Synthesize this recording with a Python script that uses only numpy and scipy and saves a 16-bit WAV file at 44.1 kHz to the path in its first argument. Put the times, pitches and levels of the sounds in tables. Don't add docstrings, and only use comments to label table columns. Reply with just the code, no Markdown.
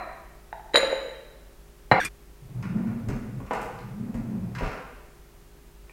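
import sys
import numpy as np
from scipy import signal
from scipy.fft import rfft, irfft, next_fast_len
from scipy.io import wavfile
from scipy.ndimage import uniform_filter1d, minimum_filter1d, map_coordinates

SR = 44100
rng = np.random.default_rng(int(sys.argv[2]) if len(sys.argv) > 2 else 0)


def inscribe(sig):
    pcm = np.round(np.clip(np.atleast_2d(sig).T, -1, 1) * 32767)
    wavfile.write(sys.argv[1], SR, pcm.astype(np.int16))


N = 261072
TIME = np.arange(N) / SR
AGE = TIME[:SR // 2]
BREAK_S = 2.0

# start in seconds, rim, air and crack levels in dB, contact cut-off in Hz.
BOWL_CONTACTS = [(0.7362, -29.5, -53, -39.5, 4120), (0.7424, -14, -14.5, -29.5, 3790),
                 (0.7512, -28.5, -29, -22, 2960), (0.757, -9, -16.5, -17, 11000),
                 (0.7712, -14.5, -14.5, -23.5, 14190), (0.7775, -22, -18.5, -30, 12000),
                 (0.8295, -28, -16, -29, 1800), (0.9245, -48, -20, -57, 800)]
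# start in seconds, bench, scuff and rim levels in dB,
# the scuff's reverberation in dB, contact cut-off in Hz.
LANDINGS = [(-0.06, -48, -21.5, -29, 0.5, 1660), (1.9137, -10, -13, -24, 0.5, 6020),
            (1.9185, -20.5, -13, -19.5, -1, 6000)]
# start in seconds, level in dB, pitch in Hz, t60 in seconds.
PIPS = [(2.001, -11, 1730, 0.022), (2.0132, -13.5, 1593, 0.035), (2.031, -28, 1673, 0.083),
        (2.0521, -21.5, 2407, 0.075)]
# time in seconds, roller and box levels in dB.
DRAWER_STROKES = [
    [(2.42, -59, -52), (2.566, -42.5, -34), (2.796, -25, -37), (3.048, -39, -37.5), (3.108, -35.5, -28.5),
     (3.21, -37.5, -42.5), (3.406, -45.5, -34.5), (3.46, -51, -60)],
    [(3.66, -55.5, -50), (3.934, -41.5, -39), (3.978, -40, -52), (4.008, -33.5, -39), (4.294, -34.5, -38),
     (4.326, -29, -39), (4.646, -45.5, -35.5), (4.76, -68, -61)],
]
# time in seconds, pitch in Hz.
ROLLER_GLIDE = [(2.55, 155.4), (2.8, 206), (2.95, 223.2), (3.2, 225), (3.4, 186), (3.9, 189.6),
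                (4.05, 220.3), (4.18, 226), (4.35, 209), (4.6, 172.3)]
# start in seconds, thud and wood levels in dB.
DRAWER_BLOWS = [(3.088, -22.5, -50), (3.401, -30.5, -42), (3.508, -45, -20.5), (3.587, -52, -37),
                (4.143, -28, -44.5), (4.607, -25.5, -29.5), (4.617, -25, -30)]
# start in seconds, clatter and metal levels in dB, metal pitch in Hz.
JOLTS = [(2.626, -40.5, -53.5, 5000), (2.871, -47, -68, 5000), (3.086, -40.5, -48, 6400),
         (3.464, -49, -63, 5600), (3.533, -34, -48, 7430), (3.615, -46, -49, 9550),
         (3.788, -50, -54.5, 4320), (4.143, -50, -56.5, 6880), (4.55, -37.5, -49, 5050),
         (4.585, -36, -47.5, 5250), (4.632, -36.5, -46.5, 3530), (4.660, -39, -50, 5200),
         (4.716, -39, -51, 4500)]
# multiple of the pitch, relative level in dB.
METAL_SPECTRUM = [(.2, -5), (.55, 1), (1, 0.5), (1.352, -5.5), (2.1, -13.5), (3, -19)]
# start in seconds, note level in dB, pitch in Hz, t60 in seconds, click in dB.
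SPOON_TAPS = [(0.5275, -24.5, 872.3, 0.033, -40), (0.597, -44, 880, 0.019, -53),
              (5.896, -35.5, 2400, 0.01, -54)]

# frequency in Hz, relative level in dB, t60 (time to fall 60 dB) in seconds.
RIM_MODES = [(3160, -16, .07), (3822, -13, .07), (3884, 0, .065), (4045, -5, .065), (4581, -23, .05),
             (4883, -21, .05), (6961, -17, .15), (7284, -25, .11), (8926, -28, .1), (9205, -22, .15),
             (12200, -33, .15), (14770, -42, .1)]
AIR_MODES = [(332, -18.5, 0.029), (393, -19, 0.058), (451, -6.5, 0.13), (534.5, 2, 0.093), (600, -5, 0.088),
             (698, -9, 0.06), (880, -11, 0.089)]
HELD_RIM_MODES = [(3830, -18, 0.11), (4064, 1.5, 0.045), (6900, -30.5, 0.078), (7400, -31.5, 0.08),
                  (9240, -20.5, .04), (12200, -36.5, .04)]
BENCH_MODES = [(113, -20.5, 0.16), (176, -10, 0.12), (297, -11, 0.18), (524, -12, 0.46), (603.7, -20, 0.12),
               (878, -1, 0.062), (1170, -20.5, 0.055), (1272, -10.5, 0.093), (1539, -14.5, .07),
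               (1848, -7.5, 0.085), (2180, -9.5, 0.034)]
TINNY_MODES = [(3450, -1, 0.027), (4470, -7, 0.04), (5790, -8, 0.031), (7100, -13, 0.023),
               (8600, -6, 0.025), (11700, -13, .025)]

# frequency in Hz, relative level in dB.
CRACK_SPECTRUM = [(150, -21), (400, -2), (900, -7), (1400, -5), (1950, 6), (2700, -8.5), (5000, -23.5),
                  (8000, -35), (12000, -43), (16000, -58.5)]
GLAZE_SPECTRUM = [(2500, -17.5), (3900, 4.5), (5000, -10), (6000, -25.5), (9000, -13.5), (15000, -29)]
PUFF_SPECTRUM = [(150, -25), (300, -10.5), (440, 1.5), (580, 2), (720, -3.5), (1200, -31.5), (3000, -61.5)]
SCUFF_SPECTRUM = [(60, -15), (150, -13.5), (500, 0.5), (1000, 0.5), (2000, -1.5), (2600, -12),
                  (3200, -23.5), (4500, -30), (6000, -42.5), (16000, -69.5)]
CABINET_SPECTRUM = [(50, -37), (115, -1.5), (330, -0.5), (600, -22.5), (3000, -70.5)]
HISS_SPECTRUM = [(130, 5.5), (250, 7), (700, -6.5), (2200, 9), (4000, -16), (7000, -11), (8700, -22),
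                 (10500, -17), (12600, -16), (15000, -28)]
TICK_SPECTRUM = [(200, 0), (2200, -5), (4200, -7), (8700, 3), (12600, -7), (14000, -30)]
RUNNER_SPECTRUM = [(60, -4), (300, 7), (450, -2), (800, -7.5), (1500, -18), (2500, -22), (3500, -55),
                   (8000, -45), (16000, -64)]
THUD_SPECTRUM = [(20, 1), (40, 16), (70, 2), (120, -2.5), (270, -0.5), (360, -7.5), (450, -4.5), (650, -16),
                 (2000, -51)]
WOOD_SPECTRUM = [(130, -21), (250, -5.5), (380, 0.5), (510, 3), (690, 0.5), (930, 1), (1300, -7.5),
                 (2000, -14), (2700, -18), (3500, -32.5), (8000, -41), (16000, -63)]
CLATTER_SPECTRUM = [(250, -21), (700, 0), (1300, 6), (2000, 0.5), (2700, -4), (3400, -20.5), (6000, -22.5),
                    (16000, -57)]
AMBIENT_SPECTRUM = [(15, -9), (30, -2), (50, -3), (62, -5.5), (80, -15), (115, -16.5), (150, -18),
                    (250, -18.5), (410, -23), (520, -24), (1130, -27.5), (4190, -36), (15500, -38.5)]

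# frequency in Hz, rms level in dB.
HUM_TONES = [(48.6, -54), (150.5, -65), (204.6, -73.5), (355.5, -65.5), (409, -64)]
# band centre in Hz, t60 in seconds.
ROOM_DECAY = [(60, 0.33), (150, 1), (300, .85), (550, 1.027), (1200, 1.02), (2200, 1.035), (4000, 0.86),
              (7000, 0.78), (12000, 0.85)]
# delay in seconds, level in dB.
REFLECTIONS = [(.011, -13.5), (.034, -15), (.062, -22)]


def nesting_bowls(room):
    out = np.zeros(N)
    for s, rim_db, air_db, crack_db, contact_hz in BOWL_CONTACTS:
        walls = chatter(ring(RIM_MODES) * swell(.0003), depth_s=.00002, rate_hz=70)
        grit = amp(-20.5) * burst(GLAZE_SPECTRUM, t60=0.07)
        rim = amp(rim_db) * low_pass(walls + grit, contact_hz, order=1)
        cavity = amp(-1.5) * ring(AIR_MODES)
        puff = amp(-10) * burst(PUFF_SPECTRUM, t60=0.054)
        air = amp(air_db) * (cavity + puff) * swell(0.00051)
        crack = amp(crack_db) * low_pass(burst(CRACK_SPECTRUM, t60=0.0053), contact_hz)
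        add(out, s, in_room(rim, room, -6.5) + in_room(air, room, -3.5) + in_room(crack, room, -3))
    return out


def setting_down(room):
    out = np.zeros(N)
    for s, bench_db, scuff_db, rim_db, wet_db, contact_hz in LANDINGS:
        bench = amp(bench_db) * low_pass(ring(BENCH_MODES) * swell(.0005), contact_hz)
        rim = amp(rim_db) * ring(HELD_RIM_MODES) * swell(0.00069)
        scuff = amp(scuff_db) * low_pass(burst(SCUFF_SPECTRUM, t60=0.026), contact_hz)
        thud = amp(bench_db - 7.5) * burst(CABINET_SPECTRUM, t60=0.049)
        add(out, s, in_room(bench + rim, room, wet_db - 6.5) + in_room(scuff, room, wet_db))
        add(out, s, thud)
    return out * np.interp(TIME, [BREAK_S - .004, BREAK_S + .004], [1, 0])


def chirp(hold_s=0.058, end_s=2.09):
    out = np.zeros(N)
    for s, db, hz, t60 in PIPS:
        add(out, s, amp(db) * ring([(hz, 0, t60), (hz * 2.1, -17, t60)]) * swell(0.0012))
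    noise = rng.standard_normal(len(AGE))
    tinny = amp(-43) * unit_rms(signal.fftconvolve(noise, ring(TINNY_MODES))[:len(AGE)])
    hiss = amp(-35) * unit_rms(colour(noise, HISS_SPECTRUM))
    add(out, BREAK_S, (hiss + tinny) * decay(np.maximum(AGE - hold_s, 0), t60=0.14))
    tick = amp(-29.5) * burst(TICK_SPECTRUM, t60=0.063) * swell(0.0024)
    add(out, 2.047, tick)
    return out * np.clip((end_s - TIME) / 0.004, 0, 1)


def drawer_roll(room):
    times, *levels = np.vstack(DRAWER_STROKES).T
    roller_gain, box_gain = (amp(np.interp(TIME, times, db, left=-120, right=-120)) for db in levels)
    box = box_gain * rumble(120, width_hz=28)
    roller_hz = np.interp(TIME, *np.transpose(ROLLER_GLIDE))
    rollers = roller_gain * amp(0.5) * rumble(roller_hz, width_hz=41)
    friction = unit_rms(colour(rng.standard_normal(N), RUNNER_SPECTRUM))
    rustle = (box_gain + roller_gain) * amp(-17.5) * friction
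    return box + rollers + in_room(rustle, room, -1.5)[:N]


def drawer_knocks(room):
    thuds, wood = np.zeros((2, N))
    for s, thud_db, wood_db in DRAWER_BLOWS:
        add(thuds, s, amp(thud_db) * burst(THUD_SPECTRUM, t60=0.29))
        add(wood, s, amp(wood_db) * burst(WOOD_SPECTRUM, t60=0.045) * swell(0.0029))
    return (in_room(thuds, room, -2) + in_room(wood, room, 5))[:N]


def utensils(room, ping_t60=0.046):
    clatter, metal = np.zeros((2, N))
    for s, clatter_db, metal_db, hz in JOLTS:
        ticks = rattle([(multiple * hz, db) for multiple, db in METAL_SPECTRUM])
        ping = amp(-3.5) * ring([(hz, 0, ping_t60), (hz * 1.24, -6, ping_t60)])
        add(clatter, s, amp(clatter_db) * rattle(CLATTER_SPECTRUM) * swell(0.0011))
        add(metal, s, amp(metal_db) * (ticks + ping))
    return (in_room(clatter, room, 4.5) + in_room(metal, room, -0.5))[:N]


def spoon_taps(room):
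    out = np.zeros(N)
    for s, db, hz, t60, click_db in SPOON_TAPS:
        modes = [(hz, 0, t60), (hz * 0.76, -7, t60), (hz * 4.4, -24, t60)]
        note = amp(db) * ring(modes) * swell(0.00043)
        click = amp(click_db) * burst(SCUFF_SPECTRUM, t60=.012)
        add(out, s, in_room(note, room, 1.5) + in_room(click, room, -3.5))
    return out


def kitchen(build_s=0.0032, echo_cut_hz=2500):
    t = TIME[:3 * SR // 2]
    white = rfft(rng.standard_normal(len(t)))
    hz = np.fft.rfftfreq(len(t), 1 / SR)
    centres, t60s = np.transpose(ROOM_DECAY)
    bands = [irfft(white * np.interp(hz, centres, share), len(t)) for share in np.eye(len(centres))]
    tail = sum(band * decay(t, t60) for band, t60 in zip(bands, t60s))
    tail *= (1 - np.exp(-t / build_s)) * np.sqrt(np.log(1e6) / SR)
    echoes = np.zeros(len(t))
    for s, db in REFLECTIONS:
        echoes[round(s * SR)] = amp(db)
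    return tail + low_pass(echoes, echo_cut_hz)


def background():
    hum = sum(amp(db) * np.sqrt(2) * np.sin(2 * np.pi * (hz * TIME + rng.random()))
              for hz, db in HUM_TONES)
    return hum + amp(-52) * unit_rms(colour(rng.standard_normal(N), AMBIENT_SPECTRUM))


def ring(modes, spread_db=1.0):
    return sum((-1) ** k * amp(db + spread_db * rng.normal())
               * np.sin(2 * np.pi * hz * AGE) * decay(AGE, t60)
               for k, (hz, db, t60) in enumerate(modes))


def chatter(x, depth_s, rate_hz):
    lag = depth_s * unit_rms(low_pass(rng.standard_normal(len(AGE)), rate_hz))
    return map_coordinates(x, [(AGE + lag) * SR], order=3)


def burst(spectrum, t60):
    x = colour(rng.standard_normal(len(AGE)) * decay(AGE, t60), spectrum)
    return x * np.sqrt(SR / 100 / np.sum(x ** 2))


def rattle(spectrum, count=4, gap_s=.013, loss_db=4):
    out = np.zeros(N)
    sizes = amp(-loss_db * np.arange(count))
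    for k, size in enumerate(sizes / np.linalg.norm(sizes)):
        add(out, gap_s * k * rng.uniform(.75, 1.25), size * burst(spectrum, t60=0.064))
    return out[:len(AGE)]


def rumble(hz, width_hz):
    shake = low_pass(rng.standard_normal(N) + 1j * rng.standard_normal(N), width_hz / 2)
    power = uniform_filter1d(np.abs(shake) ** 2, size=SR // 6)
    shake /= np.sqrt(power + 1e-12)
    phase = 2 * np.pi * np.cumsum(hz * np.ones(N)) / SR
    return unit_rms(np.real(shake * np.exp(1j * phase)))


def in_room(sound, room, wet_db):
    out = amp(wet_db) * signal.fftconvolve(sound, room)
    out[:len(sound)] += sound
    return out


def swell(rise_s):
    return 1 - np.exp(-AGE / rise_s)


def decay(t, t60):
    return np.exp(-np.log(1000) * t / t60)


def colour(x, spectrum):
    size = 2 * next_fast_len(len(x))
    hz = np.maximum(np.fft.rfftfreq(size, 1 / SR), 1)
    known_hz, known_db = np.transpose(spectrum)
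    gain = amp(np.interp(np.log(hz), np.log(known_hz), known_db))
    cepstrum = irfft(np.log(gain))
    cepstrum[1:size // 2] *= 2
    cepstrum[size // 2 + 1:] = 0
    return irfft(rfft(x, size) * np.exp(rfft(cepstrum)))[:len(x)]


def low_pass(x, hz, order=2):
    return signal.sosfilt(signal.butter(order, hz, fs=SR, output="sos"), x)


def amp(db):
    return 10 ** (np.asarray(db) / 20)


def unit_rms(x):
    return x / np.sqrt(np.mean(np.abs(x) ** 2) + 1e-20)


def add(track, s, sound):
    start = round(s * SR)
    part = sound[max(-start, 0):max(N - start, 0)]
    track[max(start, 0):max(start, 0) + len(part)] += part


def scene():
    room = kitchen()
    bowls = nesting_bowls(room) + setting_down(room)
    drawer = drawer_knocks(room) + utensils(room) + drawer_roll(room)
    return (bowls + chirp() + spoon_taps(room) + drawer + background())[None]


def record(dry):
    ceiling, window_s, cutoff_hz = .9, .004, 15900
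    size = round(window_s * SR)
    gain = ceiling / np.maximum(np.abs(dry), ceiling)
    gain = uniform_filter1d(minimum_filter1d(gain, size=size), size=size)
    return signal.sosfilt(signal.ellip(12, .1, 80, cutoff_hz, fs=SR, output="sos"), dry * gain)


dry = scene()
out = record(dry)
inscribe(out)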